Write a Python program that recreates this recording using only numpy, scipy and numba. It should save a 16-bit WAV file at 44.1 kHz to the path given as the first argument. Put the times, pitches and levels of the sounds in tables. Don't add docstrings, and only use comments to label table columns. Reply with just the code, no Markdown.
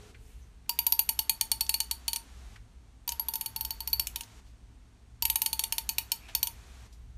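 import sys
import numpy as np
from scipy import signal
from scipy.fft import rfft, irfft
from scipy.io import wavfile
from scipy.ndimage import uniform_filter1d
from numba import njit

SR = 44100
rng = np.random.default_rng(int(sys.argv[2]) if len(sys.argv) > 2 else 0)


def amplitude_ratio(level_db):
    exponent = np.asarray(level_db, float) / 20
    return 10 ** exponent


def output_pcm(signal):
    pcm = np.clip(np.atleast_2d(signal).T, -1, 1) * 32767
    wavfile.write(sys.argv[1], SR, np.round(pcm).astype(np.int16))


N = 316197


def shaped(size, gain):
    hz = np.maximum(np.fft.rfftfreq(size, 1 / SR), 1)
    x = irfft(rfft(rng.standard_normal(size)) * gain(hz), size)
    return x / np.sqrt(np.mean(x ** 2))


def colour(points):
    p = np.array(points)
    return lambda hz: amplitude_ratio(np.interp(np.log(hz), np.log(p[:, 0]), p[:, 1]))


def band(centre_hz, width_hz):
    return lambda hz: 1 / (1 + ((hz - centre_hz ** 2 / hz) / width_hz) ** 2)


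def fade(t, t60):
    return np.exp(-np.log(1000) * t / t60)


@njit
def ring(size, start, pole, kick):
    out = np.zeros(size)
    for k in range(len(start)):
        z, i = kick[k], start[k]
        while i < size and abs(z.real) + abs(z.imag) > 1e-5:
            out[i] += z.imag
            z, i = z * pole[k], i + 1
    return out


def modes(s, hz, db, t60, neighbour_db, scatter_db, rise):
    spread = 0.018
    luck = rng.standard_normal((len(s), 3, 3))
    which = np.arange(3)
    hz = hz[:, None] * (1 + spread * luck[:, :, 0] * which)
    level = db[:, None] + scatter_db * luck[:, :, 1] + neighbour_db * which
    kick = amplitude_ratio(level) * np.exp(3j * luck[:, :, 2])
    pole = np.exp(2j * np.pi * np.minimum(hz, .45 * SR) / SR - np.log(1000) / (t60 * SR))
    start = np.repeat((s * SR).astype(np.int64), 3)
    pole, kick = pole.ravel(), kick.ravel()
    quick = pole * np.exp(-1 / (rise * SR))
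    return ring(N, np.tile(start, 2), np.append(pole, quick), np.append(kick, -kick))


def suppressor(t):
    # (opens [s], shuts [s], gain while open [dB])
    openings = [
        (-.1, 0.118, -2),
        (0.686, 2.574, -3),
        (3.08, 4.403, -2.5),
        (5.219, 6.875, -2),
    ]
    shut_level_db, sag_db, sag_s, slew_s = -9.5, -4, 0.096, 0.016
    db = np.zeros(N)
    for opens, shuts, open_db in openings:
        shut_db = shut_level_db + sag_db * (1 - np.exp(-np.maximum(t - shuts, 0) / sag_s))
        db = np.where(t < opens, db, np.where(t < shuts, open_db, shut_db))
    return uniform_filter1d(db, int(slew_s * SR))


def room_hiss():
    # (frequency [Hz], level [dB])
    hiss_spectrum = [(76, -43.5), (130, -13.5), (138, -3), (245, -1.5), (358, -9), (403, -6.5),
                     (588, -13.5), (663, -7.5), (6640, -15), (12300, -25), (15000, -35.5)]
    hiss_db, suppressed_from_hz = -56, 200
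    notch_hz, notch_width_hz, notch_share = 5050, 220, .6
    hiss = amplitude_ratio(hiss_db) * shaped(N, colour(hiss_spectrum))
    narrow = signal.lfilter(*signal.iirpeak(notch_hz, notch_hz / notch_width_hz, SR), hiss)
    hiss = hiss - notch_share * narrow
    high_pass = signal.butter(1, suppressed_from_hz, "high", fs=SR, output="sos")
    upper = signal.sosfilt(high_pass, hiss)
    return hiss - upper * (1 - amplitude_ratio(suppressor(np.arange(N) / SR)))


def rumble():
    # (centre [Hz], width [Hz], level [dB])
    resonances = [(24, 5, -22.5), (44, 18, -4), (60.4, 10, 0), (106.4, 19, -9.5)]
    # (time [s], length [s], extra level [dB])
    swells = [(0.314, 0.17, 6), (1.61, 0.11, 6), (2.5, 0.22, 5), (3.65, 0.24, 5.5), (4.1, 0.23, 6.5),
              (4.75, .12, 3.5), (5.26, .12, 6), (5.92, 0.19, 4), (6.55, 0.25, 7), (7.147, 0.24, 5)]
    t = np.arange(N) / SR
    hum = sum(amplitude_ratio(db) * shaped(N, band(hz, width_hz)) for hz, width_hz, db in resonances)
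    swell_db = sum(db * np.exp(-((t - s) / length) ** 2) for s, length, db in swells)
    return amplitude_ratio(-55 + swell_db) * hum


def whine():
    centre_hz, width_hz, whine_db = 8520, 120, -85
    return amplitude_ratio(whine_db) * shaped(N, band(centre_hz, width_hz))


def rustles():
    # (time [s], fall [s], centre [Hz], width [Hz], level
    # [dB])
    brushes = [
        (.1, 0.17, 426, 90.5, -63.5),
        (.3, 0.13, 8300, 9000, -67.5),
        (.33, 0.17, 2570, 2500, -70),
        (.265, 0.0049, 5400, 800, -67.5),
        (.43, 0.017, 6150, 500, -67.5),
        (4.48, 0.029, 4180, 6000, -68),
        (7., 0.1, 12000, 5000, -84),
    ]
    # (time [s], fall [s], centre [Hz], width [Hz], level [dB])
    knocks = [(.148, 0.01, 2120, 1470, -52.5), (.661, 0.0036, 2123, 840, -59),
              (1.666, 0.0031, 5000, 5000, -39), (2.561, 0.008, 1850, 2190, -49.5),
              (3.092, 0.0028, 6500, 3960, -23.5), (3.9, 0.0042, 7000, 5000, -47),
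              (4.235, 0.0052, 5000, 5000, -45), (5.51, .019, 200, 121, -53), (6.25, 0.17, 2450, 493, -60),
              (6.29, 0.02, 2320, 3330, -47), (6.292, 0.011, 710, 250, -52.5),
              (6.375, .004, 5570, 1500, -46), (6.93, 0.02, 4900, 6950, -59.5)]
    t, out = np.arange(N) / SR, np.zeros(N)
    for table, rise_share in ((knocks, .28), (brushes, 0.94)):
        for s, fall, hz, width_hz, db in table:
            rise = rise_share * fall
            near = slice(max(int((s - 3 * rise) * SR), 0), min(int((s + 6 * fall) * SR), N))
            after = t[near] - s
            shape = np.where(after < 0, np.exp(-(after / rise) ** 2), np.exp(-after / fall))
            noise = shaped(2 * SR, band(hz, width_hz))[:len(shape)]
            out[near] += amplitude_ratio(db) * shape * noise
    return out


def strokes():
    # (time [s], snap peak [dB], second mode [dB], top modes [dB])
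    first_stroke = [(0.6931, -10.5, -7, -9), (0.7887, -10.5, -13, -1.5), (0.866, -12, -13, 0),
                    (0.9222, -10.5, -12.5, -0.5), (0.9919, -9.5, -14.5, -1), (1.0904, -8, -18, -6.5),
                    (1.19, -7.5, -16.5, -9.5), (1.2949, -7.5, -13.5, -7.5), (1.4107, -8, -15.5, -11),
                    (1.5158, -7, -14.5, -14), (1.6082, -9.5, -10.5, -11.5), (1.6928, -7, -15, -16),
                    (1.7409, -10.5, -9.5, -11.5), (1.8029, -8, -13, -23.5), (1.9114, -10, -13.5, -20),
                    (2.08, -9, -12.5, -28), (2.1317, -12, -17, -20), (2.16, -13, -17, -19.5)]
    second_stroke = [(3.0768, -18, -11, -7), (3.0906, -14, -36, -26), (3.1202, -17.5, -18, -8),
                     (3.1956, -20.5, -12, 4), (3.2846, -18, -15.5, -2), (3.337, -18, -16.5, -7),
                     (3.3554, -18, -19, -3.5), (3.4104, -17.5, -19, -6.5), (3.46, -18.5, -13.5, -6),
                     (3.5613, -18, -12.5, -7), (3.6089, -18.5, -16.5, -4.5), (3.6491, -17, -15.5, -9),
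                     (3.706, -18, -8.5, -7.5), (3.8044, -21.5, -9, -9), (3.8745, -19, -11.5, -5),
                     (3.9302, -16, -1.5, -3.5), (3.9961, -9, -13.5, -11.5), (4.0699, -13, -50, -21),
                     (4.159, -13.5, -23.5, -17), (4.2082, -19.5, -24, -23)]
    third_stroke = [(5.223, -10.5, -13, -7.5), (5.2526, -8, -20, -7), (5.2993, -9, -24, -6.5),
                    (5.357, -8.5, -23, -8), (5.4178, -10, -25, -8), (5.4607, -9, -16.5, -11),
                    (5.5297, -12, -14, -9.5), (5.593, -11, -15.5, -11.5), (5.6378, -10.5, -19.5, -14),
                    (5.7231, -9.5, -21.5, -14.5), (5.7816, -9, -23, -15), (5.8908, -8.5, -18, -15.5),
                    (5.9828, -7, -22, -18.5), (6.118, -7.5, -18, -17), (6.3497, -9, -15.5, -11.5),
                    (6.4293, -9, -17, -8), (6.471, -15, -22, -16)]
    # (number of its first tooth [-], bending mode [dB], twisting mode [dB re peak])
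    grips = [
        (0, -36.5, -10),
        (0, -39, -14.5),
        (2, -36.5, -12.5),
    ]
    db_per_tooth, hurried_db, hurried_s, damped_below_db = -0.3842, -10.5, 0.025, -27
    rows = []
    for table, (first, grip_db, twist_db) in zip((first_stroke, second_stroke, third_stroke), grips):
        s, peak_db, second_db, top_db = np.transpose(table)
        tooth = first + np.arange(len(s))
        damping = np.minimum(second_db - damped_below_db, 0)
        hurry = hurried_db * np.exp(-np.diff(s, prepend=0) / hurried_s)
        bend_db = grip_db + db_per_tooth * tooth + hurry + damping
        rows.append([s, peak_db, bend_db, second_db, twist_db + 0 * s, top_db, tooth])
    return np.hstack(rows)


def cracks(s, peak_db):
    # (frequency [Hz], level [dB])
    crack_spectrum = [(250, -34.5), (600, -26.5), (1000, -26), (1500, -24.5), (1950, -26), (2400, -8),
                      (3000, -7), (3800, -8), (5600, -8), (7600, -12.5), (11300, -10), (13900, -11.5),
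                      (15000, -17), (16500, -43.5)]
    snap_db, rattle_db, rattle_t60_s, rise_s = -3, -7.5, 0.02, .0006
    fresh_share = 0.79
    t, out = np.arange(2048) / SR, np.zeros(N)
    gain = colour(crack_spectrum)
    pulse = irfft(gain(np.maximum(np.fft.rfftfreq(len(t), 1 / SR), 1)))
    snap = np.roll(pulse, 40) * (t < .004)
    snap = amplitude_ratio(snap_db) * snap / np.max(np.abs(snap))
    body = shaped(len(t), gain)
    envelope = amplitude_ratio(rattle_db) * fade(t, rattle_t60_s) * (1 - np.exp(-t / rise_s))
    for at, db in zip(s, peak_db):
        rattle = fresh_share * shaped(len(t), gain) + (1 - fresh_share) * body
        first = int(at * SR)
        out[first:first + len(t)] += amplitude_ratio(db) * (snap + rattle * envelope)
    return out


def comb():
    # (tooth number [-], bending mode [Hz], second mode [Hz])
    pitch = [(0, 942, 4680), (1, 936, 4660), (3, 916, 4630), (4, 908, 4600), (5, 903, 4490), (8, 894, 4465),
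             (11, 901, 4470), (15, 909, 4475), (18, 927, 4490)]
    # (multiple of the second mode [-], level [dB], t60 [s])
    second = [(1, -0.5, 0.067), (1.018, -18, 0.2), (.968, -0.5, 0.033)]
    # (multiple of the bending mode [-], level [dB], t60 [s])
    twist = [(10., 0.023, 0.019)]
    third = [(12.3, -7, 0.031), (12.58, 3.5, 0.039)]
    tip = [(14.6, -5, 0.02), (15., -1.5, 0.023), (15.35, -2, 0.032), (15.9, -18, 0.03)]
    # (tooth number [-], twisting mode [dB], tip modes re third mode [dB])
    tooth_levels = [(0, -9, 4), (1, -4.5, -3.5), (4, 0, 1), (7, 3, 3.5), (13, -3, 6), (16, -3.5, 6),
                    (19, 3, 7)]
    # (frequency [Hz], level re peak [dB], t60 [s])
    spine = [(1819, -40.5, 0.046), (2930, -33, 0.074), (3111, -32.5, 0.035), (5305, -18.5, 0.01444),
             (6715, -17, 0.0073), (10030, -25.5, 0.036)]
    rise_s, scatter_db = 0.00086, 1.5
    notch_hz, notch_width_hz = 4895, 540

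    s, peak_db, bend_db, second_db, twist_db, top_db, tooth = strokes()
    at, bend_hz, second_hz = np.transpose(pitch)
    bend_hz, second_hz = np.interp(tooth, at, bend_hz), np.interp(tooth, at, second_hz)
    at, twist_by_tooth, tip_by_tooth = np.transpose(tooth_levels)
    twist_db = twist_db + np.interp(tooth, at, twist_by_tooth)
    tip_db = top_db + np.interp(tooth, at, tip_by_tooth)

    out = cracks(s, peak_db)
    out = out + modes(s, bend_hz, bend_db + 2.0, 0.16, -18, 0, 0.00084)
    # (partials, reference Hz, level dB re peak, neighbour dB, scatter dB)
    families = ((second, second_hz, second_db, -11, 0),
                (twist, bend_hz, twist_db, -2.5, 0),
                (third, bend_hz, top_db - 5, -9, 0),
                (tip, bend_hz, tip_db - 6.5, -2.5, scatter_db))
    for partials, base_hz, share_db, neighbour_db, scatter in families:
        for multiple, db, t60 in partials:
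            level = peak_db + share_db + db
            out = out + modes(s, multiple * base_hz, level, t60, neighbour_db, scatter, rise_s)
    for hz, db, t60 in spine:
        out = out + modes(s, hz + 0 * s, peak_db + db, t60, -2.5, scatter_db, .0006)
    return signal.lfilter(*signal.iirnotch(notch_hz, notch_hz / notch_width_hz, SR), out)


def room(x):
    room_db, gap_s, low_t60_s, high_t60_s = -10, .003, 0.18, 0.17
    t = np.arange(SR // 2) / SR
    low = shaped(len(t), lambda hz: 1 / (1 + (hz / 5000) ** 4))
    high = shaped(len(t), lambda hz: 1 / (1 + (5000 / hz) ** 4))
    tail = (0.42 * low * fade(t, low_t60_s) + high * fade(t, high_t60_s)) * (t > gap_s)
    return signal.fftconvolve(x, amplitude_ratio(room_db) * tail / np.sqrt(np.sum(tail ** 2)))[:N]


def scene():
    near = comb() + rustles()
    background = room_hiss() + rumble() + whine()
    return (near + room(near) + background)[None]


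def thin_treble(x):
    # (frequency [Hz], level a bin must reach [dB])
    threshold = [(9000, -135), (10100, -116), (10500, -101), (10900, -116), (12300, -113), (13600, -108),
                 (14600, -101), (15300, -83.5), (16500, -75)]
    hz, _, z = signal.stft(x, SR, nperseg=1024)
    power = uniform_filter1d(np.abs(z) ** 2, size=9, axis=-2)
    need = colour(threshold)(np.maximum(hz, 1))[:, None] ** 2
    return signal.istft(z * (power > need), SR, nperseg=1024)[1][..., :N]


def top_cut(x):
    return signal.sosfilt(signal.butter(12, 16640, fs=SR, output="sos"), x)


def record(dry):
    low_pass = signal.ellip(8, .2, 70, 16500, fs=SR, output="sos")
    mix = thin_treble(signal.sosfilt(low_pass, dry))
    return top_cut(mix)


dry = scene()
out = record(dry)
output_pcm(out)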